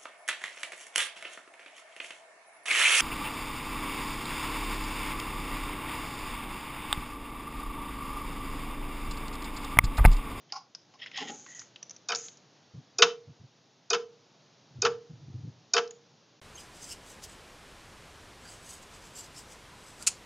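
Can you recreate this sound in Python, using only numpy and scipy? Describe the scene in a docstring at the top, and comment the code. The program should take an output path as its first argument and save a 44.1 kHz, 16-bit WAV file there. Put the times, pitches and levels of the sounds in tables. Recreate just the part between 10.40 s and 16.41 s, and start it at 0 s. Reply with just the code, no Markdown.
"""A relay in a wall switch clicks by itself about once a second, close to the microphone in a small room.
Each click is double: a bright tick as the armature lets go, then a clack about 30 ms later as it lands.
Both are fading housing notes plus a noisy crack; the steel cover plate rings on as slowly swelling notes.
A hand brings up a small plastic device: shaped noise makes its light ticks, hollow knocks and sleeve rustle.
The camera is softly bumped (dull noise thumps), over room air and microphone hiss that drifts by a few dB."""
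import sys
import numpy as np
from scipy import signal
from scipy.fft import rfft, irfft, next_fast_len
from scipy.io import wavfile
from scipy.ndimage import uniform_filter1d, map_coordinates

SR = 44100
rng = np.random.default_rng(int(sys.argv[2]) if len(sys.argv) > 2 else 0)


def generate_wav(sig):
    """Save sig (samples, or channels by samples) to the path in sys.argv[1] as 16-bit PCM at SR."""
    pcm = np.round(np.clip(np.atleast_2d(sig).T, -1, 1) * 32767).astype(np.int16)
    wavfile.write(sys.argv[1], SR, pcm)


N = 265261
TIME = np.arange(N) / SR  # seconds since the start
AGE = TIME[:SR // 2]  # seconds since a single sound began

# In all tables, t60 is the time a sound takes to fade by 60 dB.
# room air and microphone hiss over time: (time [s], level [dB])
HISS_LEVEL = [(0, -62.5), (.3, -66), (.7, -60), (1.4, -61), (2.1, -61), (3.4, -64), (4.1, -61.5),
              (6, -62.5)]
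# tone colour of that hiss: (frequency [Hz], level [dB])
AIR_COLOUR = [(25, -49), (60, -34.5), (80, -29.5), (105, -6), (140, -2), (200, -6), (400, -9), (750, -11.5),
              (1200, -16), (2100, -20), (3800, -17), (6000, -18), (7000, -22.5), (8000, -28.5)]
# how much of the background differs between the ears: (frequency [Hz], side level [dB])
BACKGROUND_WIDTH = [(30, -16), (100, -27), (300, -12.5), (3000, -13), (7000, -26.5), (10000, -12)]
# how long the room rings: (frequency [Hz], t60 [s])
ROOM_FADE = [(200, 0.32), (1300, 0.2), (3000, 0.19), (7000, 0.19)]
# the microphone's treble roll-off: (frequency [Hz], level [dB])
MIC_TREBLE = [(6900, 0), (7250, -13.5), (7600, -19.5), (8300, -31), (9000, -46.5), (15000, -66.5)]
TOP_HZ = 15700  # nothing is kept above this

# soft bumps on the camera: (time [s], level [dB])
BUMPS = [(2.335, -42), (2.371, -41), (2.868, -46.5), (2.887, -45.5), (2.994, -48.5), (3.023, -46),
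         (4.375, -40.5), (4.693, -42.5), (4.727, -42.5), (4.873, -43), (4.932, -34.5), (4.975, -41),
         (5.03, -38), (5.066, -36.5)]
BUMP_T60_S, BUMP_RISE_S = 0.089, 0.014
# the grip shifts on the camera: (start [s], length [s], level [dB])
GRIP_SHIFTS = [(4.27, 0.26, -48.5), (4.68, 0.4, -49.5)]
# their swell and fade: (attack [share of length], sag [dB/s], release t60 [share of length])
GRIP_SHAPE = (0.22, 4, 1.43)
# dull colour of bumps and grip: (frequency [Hz], level [dB])
THUMP_COLOUR = [(25, -38.5), (55, -31), (78, -23), (98, 3), (115, 5), (150, 1.5), (200, -15.5),
                (245, -13.5), (290, -18), (500, -36), (900, -82)]

# the sleeve sweeps past: (start [s], length [s], level [dB])
SLEEVE_SWEEPS = [(.08, 0.044, -58), (.585, 0.023, -54), (.608, 0.033, -40.5), (.657, 0.024, -44),
                 (.718, 0.11, -33.5), (.868, 0.031, -41), (1.05, 0.19, -56.5)]
# their swell and fade: (attack [share of length], sag [dB/s], release t60 [share of length])
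SLEEVE_SHAPE = (0.33, 59, 1.8)
# colour of rubbed cloth: (frequency [Hz], level [dB])
CLOTH_COLOUR = [(900, -21), (1600, -16.5), (1900, 3.5), (2150, -6.5), (2550, -7), (3100, 2), (3900, -9),
                (4500, -18), (5200, -5.5), (6000, -32), (8000, -33)]
# the cloth's low flutter: (start [s], length [s], level [dB])
CLOTH_FLUTTERS = [(.77, 0.12, -45.5)]
# its swell and fade: (attack [share of length], sag [dB/s], release t60 [share of length])
FLUTTER_SHAPE = (.3, 11, 3.5)
# colour of the flutter: (frequency [Hz], level [dB])
FLUTTER_COLOUR = [(80, -35), (150, -10.5), (270, 4), (340, -10), (430, 0), (520, -7), (680, -16),
                  (830, 5.5), (1000, -33), (1350, -10.5), (1700, -26.5)]
# fingers slide over the plastic: (start [s], length [s], level [dB])
FINGER_SLIDES = [(.76, 0.09, -46.5), (.865, .2, -42), (1.085, 0.036, -46.5), (1.145, 0.067, -42),
                 (1.76, 0.1, -37.5)]
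# their swell and fade: (attack [share of length], sag [dB/s], release t60 [share of length])
SLIDE_SHAPE = (0.063, 36.4, 2.86)
# colour of skin on plastic: (frequency [Hz], level [dB])
SKIN_COLOUR = [(2500, -24.5), (4500, -25), (5600, -19), (6300, -4.5), (6750, -5), (7400, -4.5), (9000, -16)]
# a thin rubbing note: (start [s], length [s], level [dB])
SCRAPES = [(1.06, 0.13, -55.5)]
# its swell and fade: (attack [share of length], sag [dB/s], release t60 [share of length])
SCRAPE_SHAPE = (.1, 8, 1.1)

# light plastic ticks in the hand: (time [s], level [dB], pitch [Hz], width [Hz])
PLASTIC_TICKS = [(0.1219, -24.5, 5040, 900), (.3485, -31.5, 5200, 980), (0.5376, -49, 1900, 3000),
                 (.660, -33.5, 2140, 1390), (.714, -40.5, 2400, 1800), (.774, -27, 3540, 2490),
                 (1.0628, -40, 1700, 2200), (1.193, -32, 5800, 1210), (1.216, -44.5, 1380, 1510),
                 (1.359, -36, 2970, 910), (1.427, -30.5, 5950, 700), (1.495, -38, 5970, 696),
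                 (1.5073, -34, 6070, 700), (1.563, -41.5, 5800, 800), (1.748, -22.5, 5200, 2280),
                 (1.7563, -20.5, 6200, 2280), (1.883, -38, 3830, 3000), (1.971, -45, 6540, 2500),
                 (5.475, -43.5, 5462, 2950), (5.508, -34.5, 6700, 506)]
TICK_T60_S, TICK_RISE_S = 0.028, 0.0011
# hollow knocks of the case: (time [s], level [dB])
KNOCKS = [(.1215, -29), (.150, -26.5), (.533, -47), (.772, -30.5), (.80, -34)]
KNOCK_T60_S, KNOCK_RISE_S = 0.1, 0.012
# hollow notes in a knock: (pitch [Hz], width [Hz], level [dB])
HOLLOW_NOTES = [(789, 94, 6.5), (1075, 103, 4.5), (1385, 68, -5)]
# the loose case buzzes with each knock: (pitch [Hz], width [Hz], level [dB])
CASE_RATTLE = [(2360, 750, -20), (5130, 1340, -7)]

# the armature lets go with a tick:
# (time [s], level [dB], treble [dB], rebound [dB], plate [dB])
RELEASES = [(1.6856, 2, -5, 0, -17), (2.584, 3.5, -0.5, -14.5, 1.5), (3.501, 5, -2, -15.5, -3.5),
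            (4.4181, 3, -1, -8, -0.5), (5.3344, 8, -1, -8, -2.5)]
# it lands with a clack: (time [s], level [dB], treble [dB], rebound [dB])
LANDINGS = [(1.718, -5.5, 0.5, -14.5), (2.6203, 7, 8.5, -23), (3.5306, -1.5, 2.5, -6.5),
            (4.4485, 2, -1, -7.5), (5.3641, -1.5, 2, -1)]
# notes of the switch housing: (pitch [Hz], t60 [s], level at the tick [dB], level at the landing [dB])
HOUSING_NOTES = [(700, 0.12, -35, -30.5), (840, 0.049, -49, -41.5), (1008, 0.056, -47, -31),
                 (1170, 0.1, -40, -32.5), (1324, 0.11, -41, -25), (1476.6, 0.09, -29, -28.5),
                 (1700, 0.076, -46, -37.5), (2160, 0.058, -41.5, -38), (2420, .07, -31.5, -45),
                 (2510, 0.096, -29, -41.5), (2654, 0.066, -45, -26), (3058, 0.055, -39.5, -23),
                 (3696, .065, -29.5, -32), (4398, 0.07, -33.5, -49), (4862, 0.078, -25.5, -37.5),
                 (5050, 0.057, -32, -41), (5500, 0.065, -30.5, -41.5), (6440, .06, -29, -42.5),
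                 (6940, 0.036, -37, -41.5)]
# dense short vibration of the small parts:
# (pitch [Hz], level at the tick [dB], its t60 [s], level at the landing [dB], its t60 [s])
CRACK_BANDS = [(230, -60.5, 0.17, -43.5, 0.19), (444, -47.5, .1, -41, 0.12), (750, -38.5, .1, -33, 0.13),
               (1370, -33.5, 0.087, -23.5, .1), (1890, -46.5, 0.072, -28, 0.065),
               (3040, -30.5, 0.033, -24.5, 0.064), (4230, -34, 0.023, -28.5, .055),
               (5130, -18.5, 0.027, -27, 0.064), (6800, -19, 0.01, -30, 0.054),
               (8300, -17, 0.045, -32.5, 0.032)]
# notes of the cover plate over the wall box: (pitch [Hz], level [dB], t60 [s], swell [s])
PLATE_NOTES = [(380, -30, .17, .012), (402, -18.5, .16, .02), (442, -21.5, .27, .025),
               (472, -14.5, .37, .033), (492, -29, .3, .03)]


def amp(db):
    """Turn decibels into a plain multiplier."""
    return 10 ** (np.asarray(db) / 20)


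def unit(x):
    """Scale a sound to an average strength (rms) of 1."""
    return x / np.sqrt(np.mean(x ** 2) + 1e-20)


def along(points, hz):
    """Read a (frequency, value) table at any frequency, on a log axis."""
    f, value = np.transpose(points)
    return np.interp(np.log(hz + 1), np.log(f + 1), value)


def filtered(x, response):
    """Make each frequency of x louder or softer as the response says."""
    size = x.shape[-1]
    padded = next_fast_len(size + 8192)
    spectrum = rfft(x, padded) * response(np.fft.rfftfreq(padded, 1 / SR))
    return irfft(spectrum, padded)[..., :size]


def noise(response, size):
    """Coloured noise of rms 1."""
    return unit(filtered(rng.standard_normal(size), response))


def resonance(f, hz, width):
    """How strongly one damped vibration answers each frequency f."""
    return 1j * f * width / (hz * hz - f * f + 1j * f * width)


def fade(t60, rise):
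    """Loudness shape of a struck thing: it builds up, then dies away."""
    decay = np.exp(-np.log(1000) * AGE / t60)
    build_up = 1 - np.exp(-(AGE / rise) ** 2)
    return decay * build_up


def add(track, s, sound):
    """Mix a sound in at s seconds."""
    part = track[round(s * SR):][:len(sound)]
    part += sound[:len(part)]


def level(rows):
    """Multiplier over time from a (time, level) table, silent outside it."""
    s, db = np.transpose(rows)
    curve_db = np.interp(TIME, s, db, left=-120, right=-120)
    return uniform_filter1d(amp(curve_db), size=256)


def hiss():
    """Room air and microphone hiss: noise of one fixed colour whose level drifts by a few dB."""
    return level(HISS_LEVEL) * noise(lambda f: amp(along(AIR_COLOUR, f)), N)


def room(x, build_s=0.072):
    """The room's blurred answer thickens slowly, while each frequency dies at its own speed."""
    hz, t, pieces = signal.stft(rng.standard_normal(len(AGE)), SR, nperseg=256)
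    fall_db = -60 * t / along(ROOM_FADE, hz)[:, None]
    tail = signal.istft(pieces * amp(fall_db), SR, nperseg=256)[1][:len(AGE)]
    tail = tail * np.minimum(AGE / build_s, 1)
    return signal.fftconvolve(x, tail / np.linalg.norm(tail))[:N]


def strokes(rows, shape):
    """Rubbing strokes swell, sag and die away; long ones start and stop more slowly."""
    attack, sag_db_per_s, release = shape
    gain = np.zeros(N)
    for s, length, db in rows:
        age = np.maximum(TIME - s, 0)
        sag_db = sag_db_per_s * age
        release_db = 60 * np.maximum(age - length, 0) / (release * length)
        swell = 1 - np.exp(-(age / (attack * length)) ** 2)
        gain = np.hypot(gain, amp(db - sag_db - release_db) * swell)  # overlapping strokes add as power
    return gain


def handling(low_cut_hz=85):
    """Dull bumps and a shifting grip, heard through the camera body, which passes no deep bass."""
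    def body(f):
        return amp(along(THUMP_COLOUR, f))

    out = strokes(GRIP_SHIFTS, GRIP_SHAPE) * noise(body, N)
    push = fade(BUMP_T60_S, BUMP_RISE_S)
    push_size = push.std() / push.max()
    for s, db in BUMPS:
        thump = unit(noise(body, len(AGE)) * push)
        add(out, s, amp(db) * thump * push_size)
    return filtered(out, lambda f: f ** 2 / np.hypot(f ** 2, low_cut_hz ** 2))


def friction(spectrum, slips_per_s, smooth_share, clump_db=1.0, clumps_per_s=70):
    """Rubbing: many tiny slips of random size plus a smooth hiss, bunched in clumps; rms 1."""
    slips = (rng.random(N) < slips_per_s / SR) * rng.standard_normal(N)
    # a smooth random curve makes the rubbing stronger and weaker
    grip = map_coordinates(rng.standard_normal(N // 100), [TIME * clumps_per_s], mode="mirror")
    drive = unit(slips) + smooth_share * rng.standard_normal(N)
    drive = drive * amp(clump_db * grip)
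    lowest_hz = spectrum[0][0] / 2
    return unit(filtered(drive, lambda f: amp(along(spectrum, f)) * (f > lowest_hz)))


def rustle(scrape_hz=1930, scrape_width_hz=170):
    """The sleeve brushes past and skin slides over the case, briefly catching on one note."""
    cloth = friction(CLOTH_COLOUR, slips_per_s=1100, smooth_share=1)
    low_cloth = friction(FLUTTER_COLOUR, slips_per_s=730, smooth_share=0.77, clump_db=4.5, clumps_per_s=50)
    skin = friction(SKIN_COLOUR, slips_per_s=1000, smooth_share=1.0)
    note = noise(lambda f: resonance(f, scrape_hz, scrape_width_hz) ** 2, N)
    sleeve = strokes(SLEEVE_SWEEPS, SLEEVE_SHAPE) * cloth
    flutter = strokes(CLOTH_FLUTTERS, FLUTTER_SHAPE) * low_cloth
    slide = strokes(FINGER_SLIDES, SLIDE_SHAPE) * skin
    scrape = strokes(SCRAPES, SCRAPE_SHAPE) * note
    return sleeve + flutter + slide + scrape


def ticks(spill_db=-20):
    """Fingers shift on the plastic case: short ticks that all die alike, and a few hollow knocks."""
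    out = np.zeros(N)
    for s, db, hz, width in PLASTIC_TICKS:
        def colour(f):
            spill = amp(spill_db) * abs(resonance(f, 1800, 11000))  # faint and very broad
            return abs(resonance(f, hz, width)) ** 2 + spill
        add(out, s, amp(db) * noise(colour, len(AGE)) * fade(TICK_T60_S, TICK_RISE_S))

    def hollow(f):
        return sum(amp(db) * abs(resonance(f, hz, width)) ** 2 for hz, width, db in HOLLOW_NOTES + CASE_RATTLE)

    for s, db in KNOCKS:
        add(out, s, amp(db) * noise(hollow, len(AGE)) * fade(KNOCK_T60_S, KNOCK_RISE_S))
    return out


def blow(modes, bands, treble_db, rise, build_cycles, corner_hz):
    """One impact in the switch: housing notes and a noisy crack; low notes take longer to build up."""
    def tilt(hz):  # treble change, mostly above the corner
        return treble_db / (1 + (corner_hz / hz) ** 4)

    def swell(hz):
        return rise + build_cycles / hz

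    out = np.zeros(len(AGE))
    for hz, t60, db in modes:
        # pitch varies a little, and each note starts at any point of its cycle
        cycles = hz * rng.normal(1, 0.0042) * AGE + rng.random()
        gain = amp(db + tilt(hz) + rng.normal(0, 1))
        out += gain * np.sin(2 * np.pi * cycles) * fade(t60, swell(hz))
    # each noise band is strongest at its own pitch and gone at its neighbours'
    centres = [bands[0][0] / 2] + [row[0] for row in bands] + [bands[-1][0] * 2]
    for (hz, db, t60), share in zip(bands, np.eye(len(centres))[1:]):
        peak = list(zip(centres, share))
        band = noise(lambda f: np.sqrt(along(peak, f)), len(AGE))
        out += amp(db + tilt(hz)) * band * fade(t60, swell(hz))
    return out


def chatter(hz=5800, width_hz=2600, peak_s=0.0039, spread_s=0.0023):
    """The contacts scrape apart in one short bright burst."""
    burst = np.exp(-((AGE - peak_s) / spread_s) ** 2)
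    return noise(lambda f: abs(resonance(f, hz, width_hz)) ** 2, len(AGE)) * burst


def plate():
    """The steel cover plate takes up the ring slowly: a few low notes that swell and fade."""
    out = np.zeros(len(AGE))
    for hz, db, t60, swell in PLATE_NOTES:
        gain = amp(db + rng.normal(0, 0.29))
        out += gain * np.sin(2 * np.pi * hz * AGE) * fade(t60, swell)
    return out


def relay(rebound_s=0.0135, chatter_db=-22):
    """The armature lets go, then lands; each blow rebounds once, and each release sets the plate ringing."""
    tick_modes = [(hz, t60, db) for hz, t60, db, _ in HOUSING_NOTES]
    tick_bands = [(hz, db, t60) for hz, db, t60, _, _ in CRACK_BANDS]
    clack_modes = [(hz, t60, db) for hz, t60, _, db in HOUSING_NOTES]
    clack_bands = [(hz, db, t60) for hz, _, _, db, t60 in CRACK_BANDS]
    out = np.zeros(N)
    for s, db, treble_db, rebound_db, plate_db in RELEASES:
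        tick = blow(tick_modes, tick_bands, treble_db, rise=0.0085, build_cycles=1.4, corner_hz=4000)
        rebound = blow(tick_modes, tick_bands, treble_db - 9, rise=0.0018, build_cycles=3.7, corner_hz=3993)
        add(out, s, amp(db) * tick)
        add(out, s + rebound_s, amp(db + rebound_db) * rebound)
        add(out, s, amp(db + treble_db + chatter_db) * chatter())
        add(out, s, amp(plate_db) * plate())
    for s, db, treble_db, rebound_db in LANDINGS:
        clack = blow(clack_modes, clack_bands, treble_db, rise=0.001, build_cycles=3.3, corner_hz=2010)
        rebound = blow(clack_modes, clack_bands, treble_db, rise=0.001, build_cycles=2.3, corner_hz=2045)
        add(out, s, amp(db) * clack)
        add(out, s + rebound_s, amp(db + rebound_db) * rebound)
    return out


def scene(relay_room_db=-20, hand_room_db=-15, width_db=-12):
    """Everything is close and central; only a trace of room and background differs between the ears."""
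    switch = relay()
    hand = ticks() + rustle()
    send = amp(relay_room_db) * switch + amp(hand_room_db) * hand  # what the room hears
    mid = switch + hand + room(send) + handling() + hiss()
    # fresh random draws, so the side sound is unrelated to the middle one
    side_background = filtered(hiss() + handling(), lambda f: amp(along(BACKGROUND_WIDTH, f)))
    side = amp(width_db) * room(send) + side_background
    return np.array([mid + side, mid - side])


def record(dry, floor_db=-95):
    """The microphone rolls off above 7 kHz, and the recorder rounds off the loudest peaks."""
    x = filtered(dry, lambda f: amp(along(MIC_TREBLE, f)))
    x = x / (1 + np.abs(x / 0.93) ** 6) ** (1 / 6)  # peaks bend smoothly towards 0.93
    x = filtered(x, lambda f: 1 / np.sqrt(1 + (f / 8700) ** 60))  # steep cut above 8.7 kHz
    x = x + amp(floor_db) * rng.standard_normal(x.shape)  # faint noise floor
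    return filtered(x, lambda f: f < TOP_HZ)


dry = scene()
out = record(dry)
generate_wav(out)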